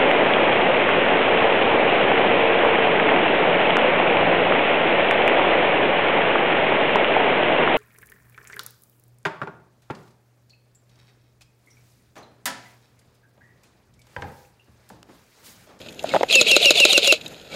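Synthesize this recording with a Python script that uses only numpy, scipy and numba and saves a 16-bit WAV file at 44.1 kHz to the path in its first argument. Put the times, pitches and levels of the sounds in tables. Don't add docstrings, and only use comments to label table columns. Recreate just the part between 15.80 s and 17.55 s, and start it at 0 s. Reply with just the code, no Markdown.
import sys
import numpy as np
from scipy import signal
from scipy.io import wavfile
from scipy.ndimage import uniform_filter1d
from numba import njit

SR = 44100
rng = np.random.default_rng(int(sys.argv[2]) if len(sys.argv) > 2 else 0)


def transcribe(u):
    v = np.clip(np.atleast_2d(u).T, -1, 1)
    q = np.round(v * 32767).astype(np.int16)
    wavfile.write(sys.argv[1], SR, q)


def invert_db(x):
    u = np.asarray(x, float) / 20
    return 10 ** u


N = 77175

# motor starts t/s, gear catches t/s, nozzle clicks t/s, piston released t/s, piston slams t/s
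CYCLES = [(.497, .5255, .5535, .6015, .6118), (.660, .685, .7128, .759, .7645),
          (.803, .8275, .8552, .8995, .9061), (.950, .9722, 1.0001, 1.045, 1.0513),
          (1.078, 1.1029, 1.1286, 1.171, 1.1777), (1.222, 1.2446, 1.273, 1.318, 1.3238)]
TICK_COLOUR = [-43, -54, -38, -22, -46, -1.5, -2.5, 0.5, -13, -8, -25, -17.5]


def level(x, db):
    return x * invert_db(db) / np.sqrt(np.mean(x ** 2))


@njit
def svf(x, hz, width):
    y, band, low = np.empty(len(x)), 0., 0.
    g, damping = np.tan(np.pi * hz / SR), width / hz
    for i in range(len(x)):
        v = (band + g * (x[i] - low)) / (1 + g * (g + damping))
        band, low = 2 * v - band, low + 2 * g * v
        y[i] = damping * v
    return y


def high_pass(x, order, hz):
    return signal.sosfilt(signal.butter(order, hz, "high", fs=SR, output="sos"), x)


def walk(rate):
    hold = int(SR / rate)
    steps = np.repeat(rng.standard_normal(N // hold + 1), hold)
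    return 1.52 * uniform_filter1d(uniform_filter1d(steps, hold), hold)[:N]


def grit(spread_db, rate):
    x = rng.standard_normal(N) * invert_db(spread_db * walk(rate))
    return x / np.std(x)


def bursts(t, times, dbs, lengths):
    return sum(invert_db(db) * (t >= s) * np.exp(-np.abs(t - s) / length)
               for s, db, length in zip(times, dbs, lengths))


def ring(t, times, dbs, modes):
    out = np.zeros(N)
    for s, db in zip(times, dbs):
        for late, hz, mode_db, t60, push in modes:
            age = np.clip(t - s - late, 0, .2)
            decay = invert_db(db + mode_db - 60 * age / abs(t60))
            onset = 1 - np.exp(-age / abs(push))
            detuned = hz * (1 + 0.017 * rng.standard_normal())
            out += decay * onset * np.sin(2 * np.pi * detuned * age) * (age < .2)
    return out


def case(x, tone_db):
    # f/Hz, width/Hz
    resonances = [(200, 257), (560, 245), (950, 245), (1400, 356), (1950, 580), (2600, 400), (3300, 560),
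                  (3950, 660), (5050, 630), (6800, 940), (8500, 1300), (11500, 7700)]
    out = 0
    for k, ((hz, width), db) in enumerate(zip(resonances, tone_db)):
        gain = (-1) ** k * invert_db(db) * np.sqrt(SR / 2 / width)
        once = svf(x, float(hz), 1.44 * width)
        out = out + gain * svf(once, float(hz), 1.44 * width)
    return out


def field():
    hush_colour = [3.5, 3.5, -10, -12, -6.5, -8, -8, -29, -18, -5, -26, -6.5]
    early = level(svf(grit(1.5, 20), 170.0, 110.0), -50) * np.exp(-(np.arange(N) / SR / .2) ** 2)
    hush = level(case(grit(3.2, 30.5), hush_colour), -46.5)
    wind = level(svf(grit(1.4, 7.6), 80.0, 78.0), -58.5)
    return early + hush + wind


def kit(t):
    # t/s, peak level/dB, length/s
    tick_events = [(0.015, -28.5, 0.0024), (0.086, -26, 0.0018), (0.0903, -31, 0.0036),
                   (0.125, -29, 0.00084), (0.192, -26, 0.0051), (0.291, -23, 0.0032), (0.954, -9, 0.0028),
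                   (1.23, -13.5, 0.002), (1.397, -34, 0.0013), (1.411, -26, 0.005), (1.4608, -25, 0.0034),
                   (1.544, -31, 0.0011), (1.553, -35, .0015), (1.598, -36, 0.002), (1.6136, -33.5, 0.0023)]
    # t/s, level/dB
    rub = [(0, -47), (.05, -46), (.065, -38.5), (0.091, -53.5), (.24, -46), (0.268, -33.5), (.32, -31),
           (.40, -34), (.46, -42), (1.36, -47.5), (1.45, -45), (1.68, -46.5), (1.72, -39), (1.75, -33.5)]
    rub_colour = [-1.5, 2, -20.5, -4.5, -16, -2, -7.5, -0.5, -12, -8.5, -18.5, -15.5]
    # t/s, half length/s, f/Hz, level/dB
    squeak_events = [
        (0.313, 0.01, 2200, -32),
        (1.725, 0.012, 2300, -38.5),
        (0.605, 0.067, 240, -37),
    ]
    times, peaks, lengths = np.array(tick_events).T
    tick_noise = bursts(t, times, peaks, np.abs(lengths)) * rng.standard_normal(N)
    ticks = invert_db(-8.5) * case(tick_noise, TICK_COLOUR)
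    rub_s, rub_db = np.array(rub).T
    rustle = level(case(grit(2.24, 250), rub_colour), 0) * invert_db(np.interp(t, rub_s, rub_db))
    squeaks = 0
    for s, half, hz, db in squeak_events:
        swell = invert_db(db + 3.9 * walk(300)) * np.exp(-((t - s) / half) ** 2)
        squeaks = squeaks + swell * np.sin(2 * np.pi * hz * t)
    return ticks + rustle + squeaks


def snaps(t):
    # t/s, peak level/dB, centre f/Hz, length/s
    snap_events = [(0.107, -34, 7000, .001), (.1235, -38, 9100, 0.00072), (0.1295, -34, 6440, 0.00091),
                   (0.146, -34, 6500, .001), (0.221, -49, 10500, 0.00084), (0.228, -24, 6300, 0.00063),
                   (0.239, -24.5, 6940, 0.0011), (.3375, -21, 3750, 0.00069), (.346, -16, 2970, 0.0017),
                   (0.352, -35, 9500, .0015), (0.365, -28, 7750, 0.0012), (.381, -38, 12000, .0008),
                   (0.4315, -16, 5000, 0.0011), (0.432, -33, 10070, 0.00077), (0.487, -29, 6500, 0.00068),
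                   (0.526, -15, 3550, 0.001), (0.621, -19, 11700, 0.00037), (1.426, -39, 8000, 0.0011),
                   (1.4625, -41, 9900, 0.00071), (1.48, -27, 7800, 0.0014)]
    out = 0
    for s, db, hz, length in snap_events:
        crack = bursts(t, [s], [db + 1], [abs(length)]) * rng.standard_normal(N)
        out = out + svf(crack, float(hz), 0.55 * hz)
    return out


def knocks(t):
    # t/s, peak level/dB, ring f/Hz, edge level over peak/dB, ring t60/s
    bumps = [(0.2425, -7.5, 640, -18, 0.015), (0.3373, -9, 565, -2, 0.031), (.3452, -5.5, 790, -6.5, 0.011),
             (.3475, -13.5, 687, -24, 0.027), (.3525, -5, 795, -7.5, 0.011), (0.3613, -1.5, 607, -7, 0.017),
             (0.3655, -13, 840, -4, 0.021), (.3925, -24, 477, -10, 0.014), (0.4092, -3.5, 600, -13, 0.0089),
             (.4125, -12.5, 713, -14, 0.012), (.4312, -1, 758, -10.5, 0.0084), (0.4331, -3, 570, -6, 0.013),
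             (.437, -24, 750, -16, 0.039)]
    bump_colour = [3, 0.5, -2, -5.5, -7, -13.5, -10.5, -41, -24, -39, -30, -42]
    rings = sum(ring(t, [s], [db + 7.5], [(0.000075, hz, 0, t60, .0016)]) for s, db, hz, _, t60 in bumps)
    times, peaks, _, sharpness, _ = np.array(bumps).T
    edge = bursts(t, times, peaks + sharpness, np.full(len(times), 0.0016)) * rng.standard_normal(N)
    return invert_db(-5.5) * case(edge, bump_colour) - rings


def slack(t):
    # t/s, peak level/dB, f/Hz
    ping_events = [(0.191, -24, 2800), (1.463, -19.5, 3780), (0.4975, -5.5, 2620), (0.5081, -3.5, 2700),
                   (0.512, -5, 3950), (.551, -4, 6950), (.5552, -12, 6960), (0.599, -8, 3900),
                   (0.6134, -2, 6880), (0.666, -4, 2630), (0.674, -9, 2680), (0.755, -7, 3970),
                   (0.828, -2.5, 3930), (0.9554, -5.5, 2700), (1.046, -18, 3880), (1.079, -13, 2570),
                   (1.1242, -7, 3200), (1.229, -11, 3870)]
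    # t/s, peak level/dB, f/Hz
    thud_events = [
        (.336, -22.5, 189),
        (.346, -30.5, 150),
        (0.362, -26.5, 211),
        (0.407, -40, 121),
        (0.609, -25.5, 148),
    ]
    pings = sum(ring(t, [s], [db + 3], [(0.002, hz, 0, 0.011, 0.00084)]) for s, db, hz in ping_events)
    thuds = sum(ring(t, [s], [db], [(0.0036, hz, 0, 0.051, 0.0012)]) for s, db, hz in thud_events)
    return pings + thuds


def motor(t):
    # free mesh f/Hz, f/Hz at the click, f/Hz at release, whine level/dB, grind level/dB
    speeds = [(3442.5, 2700, 2540, -14, -23), (3442, 2760, 2560, -16, -22.5),
              (3630, 2830, 2600, -16.5, -22), (3672, 2850, 2600, -15, -22.5),
              (3914, 2930, 2620, -17.5, -22), (3532, 2850, 2600, -16, -22.5)]
    # level/dB at the catch, just after the click, at release
    loads = [(-3.5, 1, 1.5), (-3, 3.5, 1), (-6, 3, 6), (-6, -1, 6.5), (-0.5, -1, 6.5), (-8, -2, 6.5)]
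    stumbles = [.001, .0015, .001, .001, .006, .0015]
    # multiple of the mesh pitch, level/dB
    overtones = [(1.2, -26), (2, -28), (3, -38)]
    grind_colour = [-21, -11, -49, -15.5, -56, 3, -10.5, 1.5, -29, -9, -17, -14.5]
    # f/Hz, width/Hz, level/dB
    gear_bands = [(8560, 870, -47.5), (10090, 380, -47.5), (11070, 870, -46.5), (13000, 750, -56),
                  (14700, 720, -66)]
    start_hz, coast_hz = 2095, 2302
    pitch, whine, hum, grind, bright, loose = [], 0, 0, 0, 0, 0
    for cycle, speed, falter, load in zip(CYCLES, speeds, stumbles, loads):
        on, catch, click, free, slam = cycle
        top, mid, low, db, grind_db = speed
        pitch += [(on, start_hz), (catch - .004, top),
                  (catch + .6 * (click - catch), top - .3 * (top - mid)),
                  (click - .003, mid), (click + 0.01202, mid),
                  (free - .012, .6 * low + .4 * mid), (free, low), (slam + .022, coast_hz)]
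        gate = np.clip(np.minimum(t - catch, free - t) / 0.001, 0, 1)
        dip_db = -12 * np.exp(-((t - click - .0055) / falter) ** 2)
        load_db = np.interp(t, [catch, click - .009, click - .004, click + 0.01, free],
                            [load[0], load[0] + 2.0, 0, load[1], load[2]])
        whine = whine + gate * invert_db(db + dip_db + load_db)
        loose = loose + (t > catch) * (t < click)
        tail = invert_db(np.where(t > slam, 4 - 60 * (t - slam) / 0.12, 0))
        run = np.clip((t - on) / 0.033 + .5, 0, 1) * tail
        hum = hum + run * np.clip((t - on) / 0.016, 0, 1)
        loaded = (t > click + .008) * (t < free)
        grind = grind + run * invert_db(grind_db - 4 * loaded)
        fade = invert_db(-60 * np.maximum(t - slam, 0) / 0.095)
        bright = bright + np.clip((t - on) / (catch - on), 0, 1) * fade
    pitch_s, pitch_hz = np.array(sorted(pitch)).T
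    hz = uniform_filter1d(np.interp(t, pitch_s, pitch_hz), size=200)
    hz = hz * (1 + (.004 + .004 * loose) * walk(250))
    mesh = 2 * np.pi * np.cumsum(hz) / SR
    shaft = mesh / 5

    tone = np.sin(mesh) * invert_db((1.0 + 1.2 * loose) * walk(400))
    for k, db in overtones:
        tone = tone + invert_db(db + 2.3 * (walk(87.0) + walk(430))) * np.sin(k * mesh)
    whine = whine * tone
    whine = whine + invert_db(-16) * svf(whine, 4200.0, 440.0) + 2 * svf(whine, 6330.0, 1350.0)
    hum = svf(hum * invert_db(-28 + 1.6 * walk(150)) * np.sin(shaft), 540., 210.)

    teeth = 1 + .5 * np.cos(shaft)
    gears = level(case(grind * teeth * grit(0.95, 600), grind_colour), -23.0)
    treble = high_pass(gears, 2, 5000)
    sing = 0
    for f, width, db in gear_bands:
        once = svf(grind * bright * grit(1.9, 150), float(f), float(width))
        sing = sing + level(svf(once, float(f), 1.5 * width), db)
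    dulled = treble * (1 - np.clip(bright, .2, 1))
    gears = gears - svf(gears, 1810.0, 780.0) / 2 - dulled
    return sing + np.sqrt(2) * (whine + hum) + gears


def piston(t, s, db, air_db):
    # f/Hz, level/dB
    rattle_modes = [
        (3900, -1.5),
        (6850, -4.5),
    ]
    age, rattle_s = t - s, .0018
    swell = np.clip(age / rattle_s + 0.25, 0, 1.3) * (age > -.0005) * (age < rattle_s)
    rattle = sum(invert_db(db + d) * swell * np.sin(2 * np.pi * hz * age) for hz, d in rattle_modes)
    build = np.clip(age / rattle_s, 0, 1) ** 2
    leak = np.exp(-np.abs(age - rattle_s) / .0004)
    squeeze = invert_db(air_db - 6) * np.where(age < rattle_s, build, leak)
    pop = invert_db(air_db - 3) * np.exp(-((age - .0027) / .00018) ** 2)
    return rattle + squeeze - pop


def action(t):
    # start thud/dB, catch/dB, click/dB, slam/dB, air/dB
    blow_levels = [(-8, -3, 1.5, -3, -6.5), (-0.5, -11, 1.5, -4, -2), (2, -21, 0.5, -2, -2.5),
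                   (1, -7.5, 1, -3, -2.5), (-4.5, -15, 2, -3, -3), (0, -8.5, 0.5, -3, -2.5)]
    crack_colour = [-10, -22.5, -19, -13.5, -20, -1, -16, 0.5, -3.5, 0, -13, -6]
    # delay/s, f/Hz, peak level/dB, t60/s, push/s
    start_modes = [(.003, 445, -10, 0.039, 0.0051)]
    click_modes = [(0.000498, 6740, -4, 0.0067, 0.00033), (.003, 3900, -8.5, .018, 0.00047),
                   (0.0025, 370, -14, 0.021, 0.00073), (0.00356, 540, -16, 0.045, 0.0011)]
    slam_modes = [(.0027, 3950, -1, .016, .0003), (.003, 6750, -10, .009, .0004),
                  (.0045, 3300, -9, .025, .0006)]
    air_modes = [(0.00069, 351, -6, 0.025, 0.00031), (0.0011, 590, -9, 0.062, 0.00057),
                 (0.00086, 1418, -11, .022, 0.00076)]
    start, catch, click, _, slam = np.array(CYCLES).T
    start_db, catch_db, click_db, slam_db, air_db = np.array(blow_levels).T
    one = np.ones(len(CYCLES))

    catch_env = bursts(t, catch, catch_db, 0.0023 * one)
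    crack_env = bursts(t, click, click_db - 23, 0.0031 * one)
    crack_env = crack_env + bursts(t, click + 0.0016, click_db - 12, 0.004 * one)
    crack_env = crack_env + bursts(t, slam, slam_db - 3, 0.001 * one)
    crack_env = crack_env + bursts(t, slam + .0027, slam_db - 33, 0.00056 * one)
    crack_env = crack_env + bursts(t, slam, slam_db - 20.0, 0.013 * one)
    noise = case(catch_env * rng.standard_normal(N), TICK_COLOUR)
    noise = noise + case(crack_env * rng.standard_normal(N), crack_colour)

    rings = ring(t, start, start_db, start_modes) + ring(t, click, click_db, click_modes)
    rings = rings + ring(t, slam, slam_db, slam_modes) + ring(t, slam, air_db, air_modes)
    pistons = sum(piston(t, *row) for row in zip(slam, slam_db, air_db))
    return invert_db(-7.0) * noise + rings + pistons


def scene():
    t = np.arange(N) / SR
    blows = high_pass(action(t) + knocks(t), 3, 349)
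    cracks = snaps(t)
    mid = field() + kit(t) + cracks + blows + slack(t) + motor(t)
    uneven = invert_db(7.5) * svf(blows, 1500.0, 600.) + invert_db(-0.5) * svf(blows, 4200.0, 2000.)
    uneven = uneven + invert_db(7.5) * svf(blows, 12000., 7000.)
    side = invert_db(-10.5) * cracks + invert_db(-17) * uneven * np.clip(walk(25.25), 0, 1)
    side = side + level(svf(rng.standard_normal(N), 50., 60.), -72)
    hiss = []
    for _ in "LR":
        once = svf(rng.standard_normal(N), 12600.0, 9000.)
        hiss.append(level(svf(once, 12600.0, 9000.), -66))
    return np.array([mid + side, mid - side]) + hiss


def top_cut(x):
    return signal.sosfilt(signal.butter(12, 15810, fs=SR, output="sos"), x)


def record(dry):
    rounded = .95 * dry / (1 + np.abs(dry) ** 6) ** (1 / 6)
    mix = signal.sosfilt(signal.cheby2(8, 60, 17100, fs=SR, output="sos"), rounded)
    return top_cut(mix)


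dry = scene()
out = record(dry)
transcribe(out)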